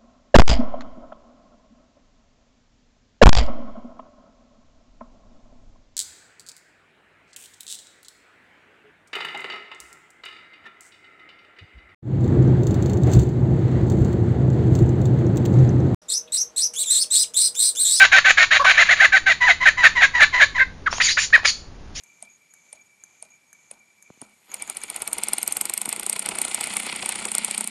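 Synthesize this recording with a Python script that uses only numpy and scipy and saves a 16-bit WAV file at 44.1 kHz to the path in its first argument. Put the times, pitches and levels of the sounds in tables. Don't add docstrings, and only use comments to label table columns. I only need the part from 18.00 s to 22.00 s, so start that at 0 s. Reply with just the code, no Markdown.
import sys
import numpy as np
from scipy import signal
from scipy.fft import rfft, irfft, next_fast_len
from scipy.io import wavfile
from scipy.ndimage import uniform_filter1d, map_coordinates

SR = 44100
rng = np.random.default_rng(int(sys.argv[2]) if len(sys.argv) > 2 else 0)


def dump_mix(stems):
    frames = np.atleast_2d(stems).T
    limited = np.clip(frames, -1, 1)
    pcm = np.round(limited * 32767).astype(np.int16)
    wavfile.write(sys.argv[1], SR, pcm)


N = 176400


def from_db(db):
    return 10 ** (np.asarray(db) / 20)


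def unit_rms(x):
    return x / np.sqrt(np.mean(x ** 2) + 1e-20)


def clock(length_s):
    return np.arange(max(int(length_s * SR), 64)) / SR


def add(out, start_s, x):
    i = int(start_s * SR)
    x = x[max(-i, 0):max(N - i, 0)]
    out[max(i, 0):max(i, 0) + len(x)] += x


def coloured(x, colour):
    size = next_fast_len(len(x) + 2048)
    hz, db = np.transpose(colour)
    bin_hz = np.maximum(np.arange(size // 2 + 1) * SR / size, 1)
    gain = from_db(np.interp(np.log(bin_hz), np.log(hz), db))
    return irfft(rfft(x, size) * gain, size)[:len(x)]


def wobble(t, rate_hz):
    pole = np.exp(-2 * np.pi * rate_hz / SR)
    noise = rng.standard_normal(len(t) + SR // 10)
    return unit_rms(signal.lfilter([1], [1, -2 * pole, pole * pole], noise)[SR // 10:])


def swell(t, attack_s, release_s):
    rise = np.sin(np.pi / 2 * np.clip(t / attack_s, 0, 1)) ** 2
    fall = np.sin(np.pi / 2 * np.clip((t[-1] - t) / release_s, 0, 1)) ** 2
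    return rise * fall


def glide(t, start_hz, middle_hz, end_hz):
    return np.polyval(np.polyfit([0, .5, 1], [start_hz, middle_hz, end_hz], 2), t / t[-1])


def voice(t, pitch, colour, jitter, shimmer=.2, unsteady_hz=260, levelling=.7):
    phase = 2 * np.pi * np.cumsum(pitch * (1 + jitter * wobble(t, unsteady_hz))) / SR
    pulses = sum(np.cos(k * phase + 2 * np.pi * rng.random()) for k in range(1, 17))
    tone = unit_rms(coloured(pulses * (1 + shimmer * wobble(t, unsteady_hz)), colour))
    power = uniform_filter1d(tone * tone, size=256) + 1e-4
    return unit_rms(tone / power ** (levelling / 2))


def rasp(t, pitch, colour, chop=.6, flutter=.15, flutter_hz=170):
    gate = 1 + chop * np.cos(2 * np.pi * np.cumsum(pitch) / SR)
    gate *= np.exp(flutter * wobble(t, flutter_hz))
    return unit_rms(coloured(gate * rng.standard_normal(len(t)), colour))


# frequency_hz, gain_db
GARDEN_COLOUR = [(20, 1.5), (36, -0.5), (70, -1.5), (150, -10), (320, -15.5), (600, -21), (1700, -28),
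                 (3000, -33), (6500, -36.5), (9500, -49.5), (13000, -65)]
# time_s, relative_level_db
GARDEN_SWELL = [(0.0, -47.5), (0.27, -47.5), (2.9, -42), (3.39, -47), (4.0, -41)]


def garden(gain_db=5):
    level_db = gain_db + np.interp(np.arange(N) / SR, *np.transpose(GARDEN_SWELL))
    return from_db(level_db) * unit_rms(coloured(rng.standard_normal(N), GARDEN_COLOUR))


# frequency_hz, gain_db
SCATTER_COLOUR = [(300, -13), (1000, 4), (1700, -4.5), (2600, 0.5), (4500, 10.5), (7000, 9.5), (10000, 3.5)]


def echoes(bird, ring_hz=1722, ring_t60_s=.3, ring_db=-15):
    t, scatter = clock(.39), 0
    onset = np.minimum(t / .0014, 1)
    for gain_db, t60_s in ((-19, .38), (-13, .19)):
        tail = rng.standard_normal(len(t)) * np.exp(-np.log(1000) * t / t60_s) * onset
        scatter = scatter + from_db(gain_db) * tail / np.linalg.norm(tail)
    fade = np.exp(-np.log(1000) * t / ring_t60_s)
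    ring = from_db(ring_db) * 2 * fade / fade.sum() * np.sin(2 * np.pi * ring_hz * t)
    return signal.fftconvolve(bird, coloured(scatter, SCATTER_COLOUR) + ring)[:N]


# start_s, level_db
BILL_CLICKS = [(2.928, -14), (2.936, -23), (2.982, -19), (3.304, -29), (3.377, -21), (3.391, -22),
               (3.433, -27), (3.442, -21)]
# frequency_hz, gain_db
BILL_COLOUR = [(250, -25), (700, -3.5), (1300, -6), (2200, -11), (3400, -15.5), (4500, -17.5), (9000, -36)]


def bill_clicks(decay_s=.0028):
    out, t = np.zeros(N), clock(10 * decay_s)
    for start_s, level_db in BILL_CLICKS:
        burst = unit_rms(coloured(rng.standard_normal(len(t)), BILL_COLOUR))
        add(out, start_s, from_db(level_db) * burst * np.exp(-t / decay_s))
    return out


# start_s, length_s, air_db, whistle_db, start_hz, middle_hz, end_hz
BILL_HISSES = [(2.899, 0.11, -33.5, -34, 5060, 6330, 7120), (3.004, 0.087, -19.5, -23.5, 4500, 4680, 3670),
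               (3.023, 0.076, -27.5, -20.5, 7030, 6715, 5770), (3.052, .08, -33.5, -20, 3200, 1900, 2620),
               (3.075, 0.071, -20, -19.5, 3500, 4400, 5490), (3.173, 0.097, -21, -26.5, 6810, 7000, 6200),
               (3.443, 0.077, -17, -20.5, 5360, 4510, 4120), (3.942, 0.093, -32, -34, 4200, 6120, 6920)]
# frequency_hz, gain_db
AIR_COLOUR = [(300, -41), (1200, -14), (2000, -1), (3000, -1.5), (4500, -4), (5500, -3.5), (7000, -1),
              (9500, -14.5), (13000, -46)]


def hisses(whistle_width_hz=150):
    out = np.zeros(N)
    for start_s, length_s, air_db, whistle_db, start_hz, middle_hz, end_hz in BILL_HISSES:
        t = clock(length_s)
        phase = 2 * np.pi * np.cumsum(glide(t, start_hz, middle_hz, end_hz)) / SR
        whistle = wobble(t, whistle_width_hz) * np.cos(phase)
        whistle += wobble(t, whistle_width_hz) * np.sin(phase)
        air = unit_rms(coloured(rng.standard_normal(len(t)), AIR_COLOUR))
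        hiss = from_db(air_db) * air + from_db(whistle_db) * whistle
        add(out, start_s, hiss * swell(t, attack_s=.023, release_s=.036))
    return out


# start_s, length_s, level_db, top_hz, rasp_db
HOOT_NOTES = [(0.591, 0.044, -16.5, 575.6, -24.5), (0.639, 0.027, -33.5, 521, -14.5)]
# frequency_hz, gain_db
HOOT_THROAT = [(300, -49), (560, -10.5), (850, -11.5), (1120, 2), (1600, -9), (2000, -28.5), (4000, -25.5),
               (9000, -37)]


def hoots(sag_hz=119):
    out = np.zeros(N)
    for start_s, length_s, level_db, top_hz, rasp_db in HOOT_NOTES:
        t = clock(length_s)
        pitch = top_hz - sag_hz * (2 * t / t[-1] - 1) ** 2
        tone = from_db(level_db) * voice(t, pitch, HOOT_THROAT, jitter=.0051, shimmer=.08)
        air = from_db(rasp_db) * rasp(t, pitch, HOOT_THROAT)
        add(out, start_s, (tone + air) * swell(t, attack_s=.01, release_s=.01))
    return out


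# frequency_hz, gain_db
THROAT_COLOUR = [(300, -17), (560, -22.5), (780, -7.5), (1080, -12.5), (1300, -16.5), (1550, 10),
                 (1900, 9.5), (2150, 5), (2400, -4), (3200, -21.5), (3900, -14.5), (5000, -32),
                 (6900, -37.5), (9500, -34.5), (13000, -49.5)]
# frequency_hz, gain_db
RASP_COLOUR = [(250, -53.5), (450, -24.5), (600, -11.5), (1000, -14), (1400, -0.5), (1800, 0), (2400, 0.5),
               (3300, -9), (4100, -8.5), (5000, -23), (6000, -19.5), (7000, -14.5), (9500, -34.5),
               (13000, -70.5)]
# start_s, length_s, level_db, start_hz, middle_hz, end_hz, throat_hz, rasp_db
YELP_NOTES = [(0.725, 0.067, -26, 751, 762, 710, 1810, -22), (0.84, 0.059, -31, 656, 693, 660, 1710, -22.5),
              (.95, 0.089, -35, 657, 694, 610, 1690, -23), (2.859, 0.029, -12.5, 587, 480, 333, 1480, -32),
              (2.997, 0.033, -12, 368.5, 602, 681, 1906, -17),
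              (3.166, 0.038, -15.5, 407, 556.3, 665, 1800, -17),
              (3.324, 0.048, -4, 469, 639.3, 382, 1683, -20.5),
              (3.444, .025, -18, 428, 553, 805, 2050, -12.5)]


def yelps(base_throat_hz=1720, throat_follows=.75):
    out = np.zeros(N)
    for start_s, length_s, level_db, start_hz, middle_hz, end_hz, throat_hz, rasp_db in YELP_NOTES:
        t = clock(length_s)
        pitch = glide(t, start_hz, middle_hz, end_hz)
        throat = np.array(THROAT_COLOUR) * [throat_hz / base_throat_hz, 1]
        speed = (pitch / pitch.mean()) ** throat_follows
        speed /= speed.mean()
        tone = from_db(level_db) * voice(t, pitch / speed, throat, jitter=.016)
        air = from_db(rasp_db) * rasp(t, pitch / speed, RASP_COLOUR)
        yelp = map_coordinates(tone + air, [np.cumsum(speed)], order=3)
        add(out, start_s, yelp * swell(t, attack_s=.33 * length_s, release_s=.33 * length_s))
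    return out


# start_s, whine_s, squawk_s, whine_hz, squawk_hz, whine_db, squawk_db, rasp_db
SQUAWK_NOTES = [(1.399, .07, 0.064, 965, 701.4, -12.5, -10, -15),
                (1.597, 0.05, .058, 990, 625, -15, -6.5, -13.5),
                (1.765, 0.058, 0.064, 965, 629, -15, -6, -10.5),
                (1.947, 0.06, 0.061, 965, 571, -13.5, -8.5, -12.5),
                (2.131, .062, 0.063, 955, 585, -15, -6, -11),
                (2.321, 0.073, 0.06, 985, 590.6, -14.5, -7, -12),
                (2.54, 0.038, 0.066, 1000, 538, -18.5, -10.5, -38)]
# frequency_hz, gain_db
WHINE_THROAT = [(300, -28.5), (600, -4), (1000, -10), (1400, -4.5), (1900, 2), (2900, -19), (3900, -21),
                (5000, -31), (6900, -28.5), (9500, -46), (13000, -60.5)]


def squawks(break_s=.03, lead_s=.01, scoop_hz=148.5, scoop_s=.012, rise_hz=43, sag_db=-3.5):
    out = np.zeros(N)
    for start_s, whine_s, squawk_s, whine_hz, squawk_hz, whine_db, squawk_db, rasp_db in SQUAWK_NOTES:
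        t = clock(whine_s + squawk_s)
        since_break = t - whine_s
        pitch = np.interp(since_break, [0, break_s, (break_s + squawk_s) / 2, squawk_s],
                          [whine_hz, squawk_hz, squawk_hz * .97, squawk_hz * .84])
        pitch += scoop_hz * np.exp(-t / scoop_s)
        pitch += rise_hz * (t / whine_s - .5) * (since_break < 0)
        pitch *= 1 + .015 * wobble(t, rate_hz=50)
        flutter_db = wobble(t, rate_hz=60)
        fade_db = sag_db * np.minimum(t / whine_s, 1) ** 4
        whine_gain = from_db(whine_db + flutter_db + fade_db) * swell(t, .028, release_s=squawk_s)
        squawk_gain = from_db(squawk_db) * swell(since_break + lead_s, .031 + lead_s, release_s=.021)
        rasp_gain = from_db(rasp_db) * swell(since_break, attack_s=.028, release_s=.021)
        rasp_gain += whine_gain * from_db(-11.5)
        whine = whine_gain * voice(t, pitch, WHINE_THROAT, jitter=.028)
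        squawk = squawk_gain * voice(t, pitch, THROAT_COLOUR, jitter=.0228)
        add(out, start_s, whine + squawk + rasp_gain * rasp(t, pitch, RASP_COLOUR))
    return out


# start_s, length_s, low_db, low_top_hz, high_db, high_top_hz, high_centre_fraction, rasp_db
CACKLE_NOTES = [(-.025, 0.096, -15, 698.7, -4, 774.6, .5, -9.5),
                (0.113, .089, -10.5, 657.4, -8.5, 774.4, .42, -9.5),
                (0.241, 0.083, -11, 671, -11, 767, .44, -10),
                (0.368, 0.086, -9.5, 620, -13, 729.5, .44, -11),
                (0.503, 0.084, -12.5, 692.4, -20, 775, 0.6, -11.5),
                (0.639, 0.092, -15.5, 650.5, -9, 759, .44, -11),
                (0.77, 0.073, -8, 695, -28.5, 740, 0.6, -12), (0.883, .067, -9, 707.4, -32, 685, .5, -13.5),
                (0.995, 0.077, -6.5, 713, -9.5, 786, .45, -13),
                (1.118, 0.072, -9.5, 695, -8, 769.6, .4, -15.5),
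                (1.257, 0.08, -10.5, 694.4, -11, 773.5, .27, -15.5)]


def cackles(edge_hz=525, high_sag_hz=168, high_width=.16, duck_db=-10.5, rasp_growth_db=4.5):
    out = np.zeros(N)
    for start_s, length_s, low_db, low_top_hz, high_db, high_top_hz, centre, rasp_db in CACKLE_NOTES:
        t = clock(length_s)
        progress = t / t[-1]
        low_pitch = edge_hz + (low_top_hz - edge_hz) * np.abs(np.sin(np.pi * progress)) ** 1.5
        low_pitch *= 1 + .01266 * wobble(t, rate_hz=38.7)
        high_pitch = high_top_hz - high_sag_hz * (progress - centre) ** 2
        high_opening = np.exp(-((progress - centre) / high_width) ** 4 / 2)
        takeover = high_opening * min(from_db(high_db - low_db), 1)
        low = from_db(low_db + duck_db * takeover) * voice(t, low_pitch, THROAT_COLOUR, jitter=.022)
        high = from_db(high_db) * high_opening * voice(t, high_pitch, THROAT_COLOUR, jitter=.012)
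        voices = (low + high) * swell(t, attack_s=.013, release_s=.019)
        rasp_gain = from_db(rasp_db + rasp_growth_db * (progress - .5)) * (1 - .28 * takeover)
        rasp_gain *= swell(t, attack_s=.017, release_s=.019)
        add(out, start_s, voices + rasp_gain * rasp(t, low_pitch, RASP_COLOUR))
    return out


def scene():
    bird = cackles() + squawks() + yelps() + hoots() + hisses() + bill_clicks()
    return (bird + echoes(bird) + garden())[None]


# frequency_hz, gain_db
MICROPHONE_RESPONSE = [(7100, -2), (7400, -19), (7800, -30), (8600, -20), (9200, 0), (10100, -10),
                       (10700, -23.5), (15000, -24.5)]


def record(dry, cutoff_hz=15600):
    dulled = coloured(dry[0], MICROPHONE_RESPONSE)
    flattened = dulled / (1 + dulled ** 12) ** (1 / 12)
    lowpass = signal.cheby2(12, 70, cutoff_hz, fs=SR, output="sos")
    return signal.sosfilt(lowpass, flattened)[None]


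dry = scene()
out = record(dry)
dump_mix(out)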